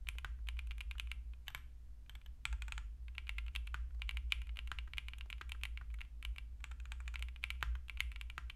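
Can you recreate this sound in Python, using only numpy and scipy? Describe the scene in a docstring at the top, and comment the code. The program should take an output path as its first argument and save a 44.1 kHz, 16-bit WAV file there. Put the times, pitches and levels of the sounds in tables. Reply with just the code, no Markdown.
"""Mechanical keyboard on a wooden desk

Someone types on a mechanical keyboard that lies on a mat, close to the microphone in a small quiet room.
Each key knocks when it bottoms out and when it springs back: the case thocks, the cap clacks, the switch ticks,
each a bank of ringing modes in a haze of noise. The long keys ring lower and hollower, fingertips pat the caps.
The desk's own modes thump and sway with a deep hum; a wall echo, a diffuse tail, hiss and a fan hum surround it."""
import sys
import numpy as np
from scipy import signal
from scipy.fft import rfft, irfft
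from scipy.io import wavfile
from scipy.ndimage import uniform_filter1d

SR = 44100
rng = np.random.default_rng(int(sys.argv[2]) if len(sys.argv) > 2 else 0)


def transcribe(signal):
    """Save signal, clipped to [-1, 1], as a 16-bit WAV file at the path in sys.argv[1]."""
    frames = np.atleast_2d(signal).T
    limited = np.clip(frames, -1, 1)
    pcm = np.round(limited * 32767).astype(np.int16)
    wavfile.write(sys.argv[1], SR, pcm)


N = 377055


def from_db(db):
    """Decibels to gain."""
    return 10 ** (np.asarray(db) / 20)


def unit_energy(x):
    """Scale so that the squares sum to one."""
    return x / np.sqrt(np.sum(x ** 2) + 1e-20)


def low_pass(x, top_hz, order):
    """Causal low-pass."""
    return signal.sosfilt(signal.butter(order, top_hz, fs=SR, output="sos"), x)


def band(x, low_hz, high_hz, order=2):
    """Causal band-pass."""
    return signal.sosfilt(signal.butter(order, [low_hz, high_hz], "band", fs=SR, output="sos"), x)


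def at_hz(points, hz, column=1):
    """Read a column of a table along log frequency."""
    points = np.array(points)
    return np.interp(np.log(np.maximum(hz, 1)), np.log(points[:, 0]), points[:, column])


def ring(clicks, hz, t60_s):
    """A damped resonance: a unit click sets a decaying sine of height 1 ringing."""
    radius = from_db(-60 / (t60_s * SR))
    angle = 2 * np.pi * hz / SR
    feedback = [1, -2 * radius * np.cos(angle), radius ** 2]
    return signal.lfilter([0, np.sin(angle)], feedback, clicks + 1e-18)


def add(out, start_s, sound):
    """Mix a sound in at a time."""
    start = max(round(start_s * SR), 0)
    out[start:start + len(sound)] += sound[:N - start]


# a usual letter stroke; the case's thock grows a little more slowly than the clack (dB per dB)
USUAL_CLACK_DB, USUAL_THOCK_DB, THOCK_FOLLOWS = -20, -33, 0.72
# a light touch on a cap: its tick relative to its clack, and its pitch
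TOUCH_TICK_DB, TOUCH_HZ = -17.5, 2720
# centre modes of a letter key, relative levels: pitch_hz [Hz], level_db [dB], t60_s [s]
LETTER_MODES = [(720, -16.5, 0.01), (1092, 9, 0.009), (1360, 3.5, 0.025), (1550, 7.5, 0.012),
                (2130, -9, 0.0033), (2380, 35.5, 0.0086), (2795, 28, 0.0098), (2800, -10.5, 0.017),
                (3500, -44, .006), (6660, -6, 0.0022), (9200, 16, 0.0004), (10320, 5, 0.0011),
                (13200, -23, 0.0039)]
# letter key contacts: landings, springbacks, and the louder touches of fingers meeting a cap just before a
# stroke: start_s [s], clack_db [dB energy], tick_db [dB energy], pitch_hz [Hz]
LETTER_HITS = [(0.0709, -29, -54, 2610), (0.0875, -13.5, -26, 2730), (0.1844, -22, -36.5, 2820),
               (0.1864, -28.5, -43, 2640), (0.4712, -34.5, -50, 2900), (0.4872, -17, -34, 2650),
               (0.5912, -19, -39, 2670), (0.6714, -39, -45, 3000), (0.7095, -23, -44.5, 2580),
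               (0.7169, -28, -49, 2720), (0.7817, -33, -42.5, 2720), (0.8063, -21, -38, 2630),
               (0.8104, -21, -38, 2580), (0.9117, -19.5, -39, 2660), (0.9825, -28.5, -42, 3200),
               (0.9979, -14, -29.5, 2720), (1.0723, -34, -53, 2760), (1.1157, -16, -34, 2540),
               (1.3356, -38.5, -63, 2800), (3.0824, -32, -55, 2660), (3.1506, -36, -54, 3020),
               (3.1814, -15.5, -41.5, 2630), (3.27, -31, -53, 2660), (3.2792, -34, -51, 2730),
               (3.2931, -14, -34, 2450), (3.3833, -17.5, -38.5, 2400), (3.3862, -20.5, -48, 2670),
               (3.4643, -34, -51, 2770), (3.482, -28, -52, 2510), (3.5516, -20.5, -37, 2640),
               (3.5609, -13.5, -31, 2950), (3.6712, -31, -40.5, 2720), (3.6746, -24.5, -48, 2840),
               (4.0194, -16.5, -41, 2680), (4.0923, -13.5, -34.5, 2570), (4.1097, -24.5, -41, 2540),
               (4.171, -17.5, -37.5, 2650), (4.322, -4, -25.5, 2710), (4.4178, -28, -43.5, 2630),
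               (4.4702, -37, -50, 2640), (4.4929, -31, -58, 2580), (4.5711, -24, -40.5, 2630),
               (4.5901, -17.5, -41, 2650), (4.6743, -28, -42, 2500), (4.7868, -17.5, -44.5, 2610),
               (4.9352, -21.5, -46, 2560), (4.9722, -30, -44, 2640), (4.982, -11.5, -32.5, 2650),
               (5.0842, -21, -39.5, 2710), (5.1348, -23, -51, 2640), (5.184, -34.5, -40, 3050),
               (5.2096, -23, -48, 2630), (5.3015, -21.5, -41, 2650), (5.3043, -34, -41.5, 2690),
               (5.3279, -19, -45, 2580), (5.4937, -29, -38, 2730), (5.5195, -17.5, -33, 2820),
               (5.635, -14, -28.5, 2640), (5.6531, -17.5, -35, 2370), (5.7743, -22, -48, 2570),
               (5.9414, -31.5, -43, 2350), (6.0072, -26, -46, 2470), (6.0147, -22, -45, 2280),
               (6.2267, -25.5, -40, 2380), (6.2503, -17.5, -32.5, 2650), (6.3616, -31, -48, 2540),
               (6.3831, -20.5, -39.5, 2550), (7.1572, -17, -42.5, 2450), (7.1937, -31.5, -41, 2780),
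               (7.2247, -18, -33, 2650), (7.2851, -28.5, -49, 2380), (7.3611, -29, -51, 2670),
               (7.4393, -9.5, -31.5, 2530), (7.5039, -13, -31, 2550), (7.8833, -32.5, -47, 3030),
               (7.8966, -18, -40, 2560), (7.9729, -26.5, -50, 2660), (8.0047, -7, -24, 2470),
               (8.1176, -28, -43.5, 2420), (8.1603, -24, -48, 2530), (8.2123, -20, -36, 2580),
               (8.3, -22.5, -42, 2580), (8.4987, -23.5, -42, 2620), (8.5013, -24, -48, 2890)]
# a finger meets or leaves a cap without pressing it home: start_s [s], clack_db [dB energy]
TOUCHES = [(0.569, -37), (1.47, -39), (2.061, -49), (2.215, -41), (4.312, -46), (4.559, -37.5),
           (5.382, -39.5), (5.613, -37.5), (5.902, -42.5), (5.911, -47), (6.05, -43), (7.057, -45.5),
           (7.43, -32), (7.552, -42), (7.609, -36.5), (7.997, -30.5), (8.125, -38)]


def letter_keys():
    """Letter strokes and light touches: the case answers each in step with its clack."""
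    touches = [(s, clack_db, clack_db + TOUCH_TICK_DB, TOUCH_HZ) for s, clack_db in TOUCHES]
    contacts = []
    for s, clack_db, tick_db, pitch_hz in [*LETTER_HITS, *touches]:
        thock_db = USUAL_THOCK_DB + THOCK_FOLLOWS * (clack_db - USUAL_CLACK_DB)
        contacts.append((s, thock_db, clack_db, tick_db, pitch_hz))
    return contacts, keys(contacts, LETTER_MODES, far_end=0.25)


# centre modes of the space bar, relative levels: pitch_hz [Hz], level_db [dB], t60_s [s]
SPACE_MODES = [(396, -13.5, 0.019), (940, -20, 0.0099), (1253, -1.5, 0.012), (1457, 2.5, 0.013),
               (1550, -5, 0.0095), (1840, -14, 0.029), (2540, 14.5, 0.014), (2720, 2.5, 0.031),
               (3100, 17.5, 0.0067), (3520, 1, 0.019), (6730, 0.5, 0.01), (8350, -18, 0.0097),
               (9760, -4.5, 0.009), (12000, 0, 0.0077)]
# space bar landing and springing back: start_s [s], thock_db [dB energy], clack_db [dB energy]
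SPACE_HITS = [(0.2463, -16, -24.5), (0.3891, -46.5, -67), (0.9532, -36, -54), (3.7434, -15, -24.5),
              (3.9068, -46.5, -55), (4.7162, -15, -21.5), (4.8757, -34, -45), (5.4118, -20, -37),
              (5.4154, -31.5, -26), (5.5481, -33, -49), (5.8125, -28.5, -59), (5.9873, -40, -40.5),
              (7.627, -10, -15.5), (7.7531, -27.5, -35), (8.3796, -16, -24)]


def space_bar():
    """The space bar's contacts excite its own set of long-key modes."""
    contacts = long_key_contacts(SPACE_HITS, tick_db=-16.5, pitch_hz=2650)
    return contacts, keys(contacts, SPACE_MODES, far_end=0.43)


# centre modes of the backspace key, relative levels: pitch_hz [Hz], level_db [dB], t60_s [s]
BACKSPACE_MODES = [(922, 5, 0.023), (1170, -2, 0.055), (1450, 17.5, 0.017), (1630, 9, 0.015),
                   (2450, 3, 0.011), (2620, -7, 0.0061), (3200, -3, 0.006), (3700, -13, 0.0021),
                   (6240, -7, 0.0032), (6980, -4, 0.011), (7870, -9.5, 0.014), (13100, -10.5, .004)]
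# contacts of the backspace key: start_s [s], thock_db [dB energy], clack_db [dB energy]
BACKSPACE_HITS = [(2.4536, -18.5, -10.5), (2.5277, -27.5, -28.5), (2.5314, -33.5, -47),
                  (2.6211, -28.5, -21.5), (2.6817, -27, -29.5), (2.722, -24.5, -17), (2.7791, -22, -23.5),
                  (6.6044, -45.5, -45.5), (6.6414, -25.5, -21), (6.7135, -30.5, -38),
                  (6.7157, -39.5, -35.5), (6.8008, -38.5, -33.5), (6.8549, -32.5, -34),
                  (6.9197, -26, -21.5), (7.0035, -30.5, -35.5), (7.0056, -42, -49), (7.0787, -29, -22),
                  (7.1408, -29, -33), (7.1428, -37, -32)]


def backspace_key():
    """The backspace key's contacts excite its own set of long-key modes."""
    contacts = long_key_contacts(BACKSPACE_HITS, tick_db=-9.0, pitch_hz=2640)
    return contacts, keys(contacts, BACKSPACE_MODES, far_end=0.4)


# centre modes of the enter key, relative levels: pitch_hz [Hz], level_db [dB], t60_s [s]
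ENTER_MODES = [(840, -7, 0.009), (1130, -7, 0.0084), (1510, -3.5, 0.021), (1650, -2.5, 0.028),
               (2230, 6, 0.03), (2580, 12, 0.0061), (3020, 20.5, 0.01), (3340, -50, 0.01), (5970, 1, .006),
               (7000, -4, 0.0064), (8000, 3, 0.007), (12040, 13.5, 0.0064)]
# contacts of the enter key: start_s [s], thock_db [dB energy], clack_db [dB energy]
ENTER_HITS = [(1.4813, -24, -18.5), (1.5026, -34, -37), (1.5481, -19.5, -18.5), (1.5775, -40.5, -39),
              (2.0954, -33.5, -28), (2.1529, -37, -31), (2.2612, -39.5, -34.5)]


def enter_key():
    """The enter key's contacts excite its own set of long-key modes."""
    contacts = long_key_contacts(ENTER_HITS, tick_db=-8.5, pitch_hz=2720)
    return contacts, keys(contacts, ENTER_MODES, far_end=0.98)


def long_key_contacts(hits, tick_db, pitch_hz):
    """A long key keeps one pitch setting, and its switch ticks in step with thock and clack."""
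    return [(s, thock_db, clack_db, (thock_db + clack_db) / 2 + tick_db, pitch_hz)
            for s, thock_db, clack_db in hits]


CAP_PITCH_HZ = 2630  # reference for the clack pitch of each contact
DETUNE, SPREAD_DB = .015, 2.5  # scatter of the modes at each contact: relative pitch, strength in dB
BLUR_LAG_S = .006  # the sound spreads through the case before it leaves on all sides
# the three voices of a key, case, cap and switch: low_hz [Hz], high_hz [Hz]
VOICES = [(280, 1950), (1950, 4250), (5600, 14000)]
# where the many small modes of case, cap and switch lie: low_hz [Hz], high_hz [Hz]
HAZE_BANDS = [(950, 2890), (2150, 3170), (6000, 8350)]
# haze in the all-round sound, one value each for case, cap and switch: level_db [dB]
ALL_ROUND_HAZE_DB = (3.5, -5, -40)


def keys(contacts, modes, far_end, haze_db=(-12.0, -10.0, -4.0), haze_t60_s=(.03, .016, .014),
         slide_db=(-37.0, -34.0, -28.0), slide_s=0.02):
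    """Each contact rings the key's main modes and a haze of small ones; returns forward and all-round sound."""
    forward, all_round = np.zeros((2, N))
    mode_hz, mode_db, mode_t60_s = np.transpose(modes)
    for s, *levels_db, pitch_hz in contacts:
        clack_db = levels_db[1]
        force = contact_force(rebound(clack_db), far_end)
        push = np.diff(force, prepend=0)  # small parts radiate their acceleration
        t = np.arange(len(push)) / SR
        hz = mode_hz * (1 + DETUNE * rng.standard_normal(len(modes)))
        strength = mode_strengths(mode_hz, mode_db, clack_db)
        friction = 2 * rng.random()  # some strokes rub more than others
        tunings = (1, pitch_hz / CAP_PITCH_HZ, 1)  # only the cap's modes follow the contact's pitch
        for v, (low_hz, high_hz) in enumerate(VOICES):
            own = np.flatnonzero((mode_hz >= low_hz) & (mode_hz < high_hz))
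            main = sum(strength[k] * ring(push, hz[k] * tunings[v], mode_t60_s[k]) for k in own)
            main = unit_energy(band(main, low_hz, high_hz, order=3))

            grain, rub = rng.standard_normal((2, len(t)))
            grain = grain * from_db(-60 * t / haze_t60_s[v])
            rub = rub * np.exp(-(2 * t / slide_s - 1) ** 4)
            click = t == 0
            haze, slide, blur = map(unit_energy, band([grain, rub, click], *HAZE_BANDS[v]))

            gain = from_db(levels_db[v])
            # the stem slides before it lands
            add(forward, s - slide_s, gain * friction * from_db(slide_db[v]) * slide)
            add(forward, s, gain * unit_energy(main + from_db(haze_db[v]) * haze))
            # summed over all directions, the modes blur into a broad band
            add(all_round, s, gain * main / 2)
            add(all_round, s + BLUR_LAG_S, gain * from_db(ALL_ROUND_HAZE_DB[v]) * blur / 2)
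    return forward, all_round


def mode_strengths(mode_hz, mode_db, clack_db, brighten=0.06):
    """Each contact excites the modes differently; hard blows favour the higher modes of the cap."""
    hardness = max(clack_db + 30.0, 0)
    cap_top_hz = VOICES[1][1]  # the tilt rises no further above this
    tilt = (np.minimum(mode_hz, cap_top_hz) / CAP_PITCH_HZ) ** (brighten * hardness)
    scattered_db = mode_db + SPREAD_DB * rng.standard_normal(len(mode_hz))
    return tilt * from_db(scattered_db) / mode_hz


def contact_force(rebound_db, far_end, rebound_s=(.0016, .004), far_end_s=(.0007, .0011), size=2048):
    """Force of one contact: a sharp knock and a rebound; the far edge of the cap lands just after."""
    force = np.zeros(size)
    force[0] = 1
    force[int(SR * np.interp(rng.random(), [0, 1], far_end_s))] += far_end * rng.random()
    force[int(SR * np.interp(rng.random(), [0, 1], rebound_s))] += from_db(rebound_db)
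    return force


# rebound of a usual stroke, its fall (dB per dB of clack) and its scatter
REBOUND_DB, REBOUND_FALL, REBOUND_SPREAD_DB = -14, 0.58, 3.5


def rebound(clack_db):
    """Rebound strength in dB: soft contacts chatter, hard ones land clean."""
    usual_db = REBOUND_DB - REBOUND_FALL * (clack_db - USUAL_CLACK_DB)
    return min(usual_db + REBOUND_SPREAD_DB * rng.standard_normal(), 0)


# fingertips settling softly on the caps: start_s [s], level_db [dB peak, before the common trim]
PATS = [(0.153, -56), (3.947, -59.5), (3.995, -59), (4.144, -58), (4.387, -62), (4.534, -68), (4.581, -57),
        (5.259, -55.5), (7.207, -58)]


def pats(low_hz=250, high_hz=900, fade_s=0.0041, trim_db=-0.5, size=1024):
    """Soft skin gives only a short dull knock: a fading burst of band-passed noise."""
    out, t = np.zeros(N), np.arange(size) / SR
    for s, level_db in PATS:
        knock = band(rng.standard_normal(size) * np.exp(-t / fade_s), low_hz, high_hz, order=1)
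        add(out, s, from_db(level_db + trim_db) * knock / np.max(np.abs(knock)))
    return out


SWAY_TOP_HZ = 66  # the sway stays below this
# level of the desk's sway under the hands, before the swell: start_s [s], level_db [dB]
SWAY = [(0.0, -45.5), (0.38, -45), (0.43, -42), (0.6, -42.5), (1.33, -46), (1.4, -55), (2.24, -51.5),
        (2.28, -47.5), (2.43, -55.5), (2.52, -36.5), (2.57, -44.5), (3.26, -48), (3.31, -43), (4.02, -42.5),
        (4.05, -40.5), (5.12, -48), (6.0, -43.5), (6.05, -53.5), (6.31, -40), (6.36, -49), (7.26, -42.5),
        (7.33, -52), (7.74, -37), (7.88, -56), (7.95, -41), (8.38, -50.5), (8.45, -45.5), (8.55, -64)]
# two desk modes that beat against each other, relative levels: pitch_hz [Hz], level_db [dB], t60_s [s]
SWAY_MODES = [(54.25, -1.5, 0.48), (59.64, 0, 0.7)]
# other desk modes that each keystroke thumps: pitch_hz [Hz], level_db [dB], t60_s [s]
DESK_MODES = [(36, -69.5, 0.12), (103.2, -66, 0.3), (124.8, -63.5, 0.17)]


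def desk(contacts, soft_hz=170, stir=0.015, sway_hz=(50, 65), run_in_size=22050):
    """Keystrokes thump the desk; two modes beat, and swell and sink with the weight of the hands."""
    blows = np.zeros(N)
    for s, thock_db, *_ in contacts:
        blows[round(s * SR)] += from_db(0.68 * (thock_db + 30.5))
    # resting palms stir it too; the run-in lets the modes build up beforehand
    pushes = np.pad(blows, (run_in_size, 0)) + stir * rng.standard_normal(run_in_size + N)
    pushes = low_pass(pushes, soft_hz, order=3)  # the mat softens each blow
    thumps = sum(from_db(db) * ring(pushes, hz, t60_s) for hz, db, t60_s in DESK_MODES)[run_in_size:]

    sway = sum(from_db(db) * ring(pushes, hz, t60_s) for hz, db, t60_s in SWAY_MODES)
    sway = band(sway, *sway_hz)[run_in_size:]
    sway = sway / np.sqrt(uniform_filter1d(sway ** 2, size=4200) + 1e-9)  # level it before shaping
    weight = from_db(np.interp(np.arange(N) / SR, *np.transpose(SWAY)))
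    return thumps + low_pass(weight * swell(blows) * sway, SWAY_TOP_HZ, order=8)


def swell(blows, lag_s=0.016, rise_s=0.045, rest=1.0, follows=0.21):
    """After each blow the desk's sway builds up and sinks again; a gain around 1."""
    t = np.arange(SR // 2) / SR - lag_s
    rise_and_fall = np.maximum(t, 0) * np.exp(-np.abs(t) / rise_s)
    drive = np.abs(signal.fftconvolve(blows, rise_and_fall)[:N])
    drive = drive / np.mean(drive) + rest
    return (drive / uniform_filter1d(drive, size=22000)) ** follows


def wall_echo(x, lag_s=0.0088, echo_db=-19.0, cut_hz=4500):
    """The nearest wall returns one dull echo: a delayed, low-passed copy."""
    dull = low_pass(x, cut_hz, order=1)
    return from_db(echo_db) * np.pad(dull, (round(lag_s * SR), 0))[:N]


# the room's reverberation, relative levels: pitch_hz [Hz], level_db [dB], t60_s [s]
ROOM = [(250, 8.5, 1), (632, -5.5, 0.22), (1330, 7.5, 0.29), (2680, -0.5, 0.41), (3940, -1, 0.27),
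        (4980, -5, 0.29), (7650, 18, 0.28), (13500, -13, 0.34)]


def room(x, build_s=0.0013):
    """A diffuse tail of decaying noise bands that lingers longest in the bass."""
    t = np.arange(SR // 2) / SR
    edges_hz = np.geomspace(180, 17000, 12)
    white = rng.standard_normal((2, len(t)))
    response = 0
    for k, (low_hz, high_hz) in enumerate(zip(edges_hz, edges_hz[1:])):
        hz = np.sqrt(low_hz * high_hz)
        decay_db = -60 * t / at_hz(ROOM, hz, column=2)
        # neighbouring bands take different noise
        response = response + band(white[k % 2], low_hz, high_hz) * from_db(at_hz(ROOM, hz) + decay_db)
    build_up = 1 - np.exp(-t / build_s)
    return signal.fftconvolve(x, unit_energy(response * build_up))[:N]


AIR_DB = -76.5  # hiss level between 150 Hz and 16 kHz
HUM_HZ, HUM_DB = 252, -84.5
# spectrum of the room's still air, relative levels: pitch_hz [Hz], level_db [dB per Hz]
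AIR = [(22, 35.5), (42, 31), (85, 16.5), (130, 3), (200, 5), (500, -5.5), (2500, -12.5), (5000, -16),
       (13000, -21), (16000, -30.5)]


def air():
    """Faint even hiss and rumble from shaped noise, with the hum of a fan as one steady sine."""
    hz = np.arange(N // 2 + 1) * SR / N
    noise = irfft(rfft(rng.standard_normal(N)) * from_db(at_hz(AIR, hz)), N)
    noise = noise / np.std(band(noise, 150, 16000))
    hum = np.sqrt(2) * np.sin(2 * np.pi * HUM_HZ * np.arange(N) / SR)
    return from_db(AIR_DB) * noise + from_db(HUM_DB) * hum


def scene(letter_wet_db=-12.0, space_wet_db=-13.5, backspace_wet_db=-10.5, enter_wet_db=-9.0):
    """Mix keys, desk and room; each kind of key throws its own share of sound into the room."""
    contacts, direct, thrown = [], np.zeros(N), np.zeros(N)
    kinds = [(letter_keys, letter_wet_db), (space_bar, space_wet_db),
             (backspace_key, backspace_wet_db), (enter_key, enter_wet_db)]
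    for play, wet_db in kinds:
        key_contacts, (forward, all_round) = play()
        contacts += key_contacts
        direct += forward
        thrown += from_db(wet_db) * all_round
    mix = direct + wall_echo(direct) + room(thrown) + pats() + desk(contacts) + air()
    return mix[None]


CUTOFF_HZ = 16400


def record(dry):
    """A steep elliptic low-pass cuts the top."""
    return signal.sosfilt(signal.ellip(10, .1, 80, CUTOFF_HZ, fs=SR, output="sos"), dry)


dry = scene()
out = record(dry)
transcribe(out)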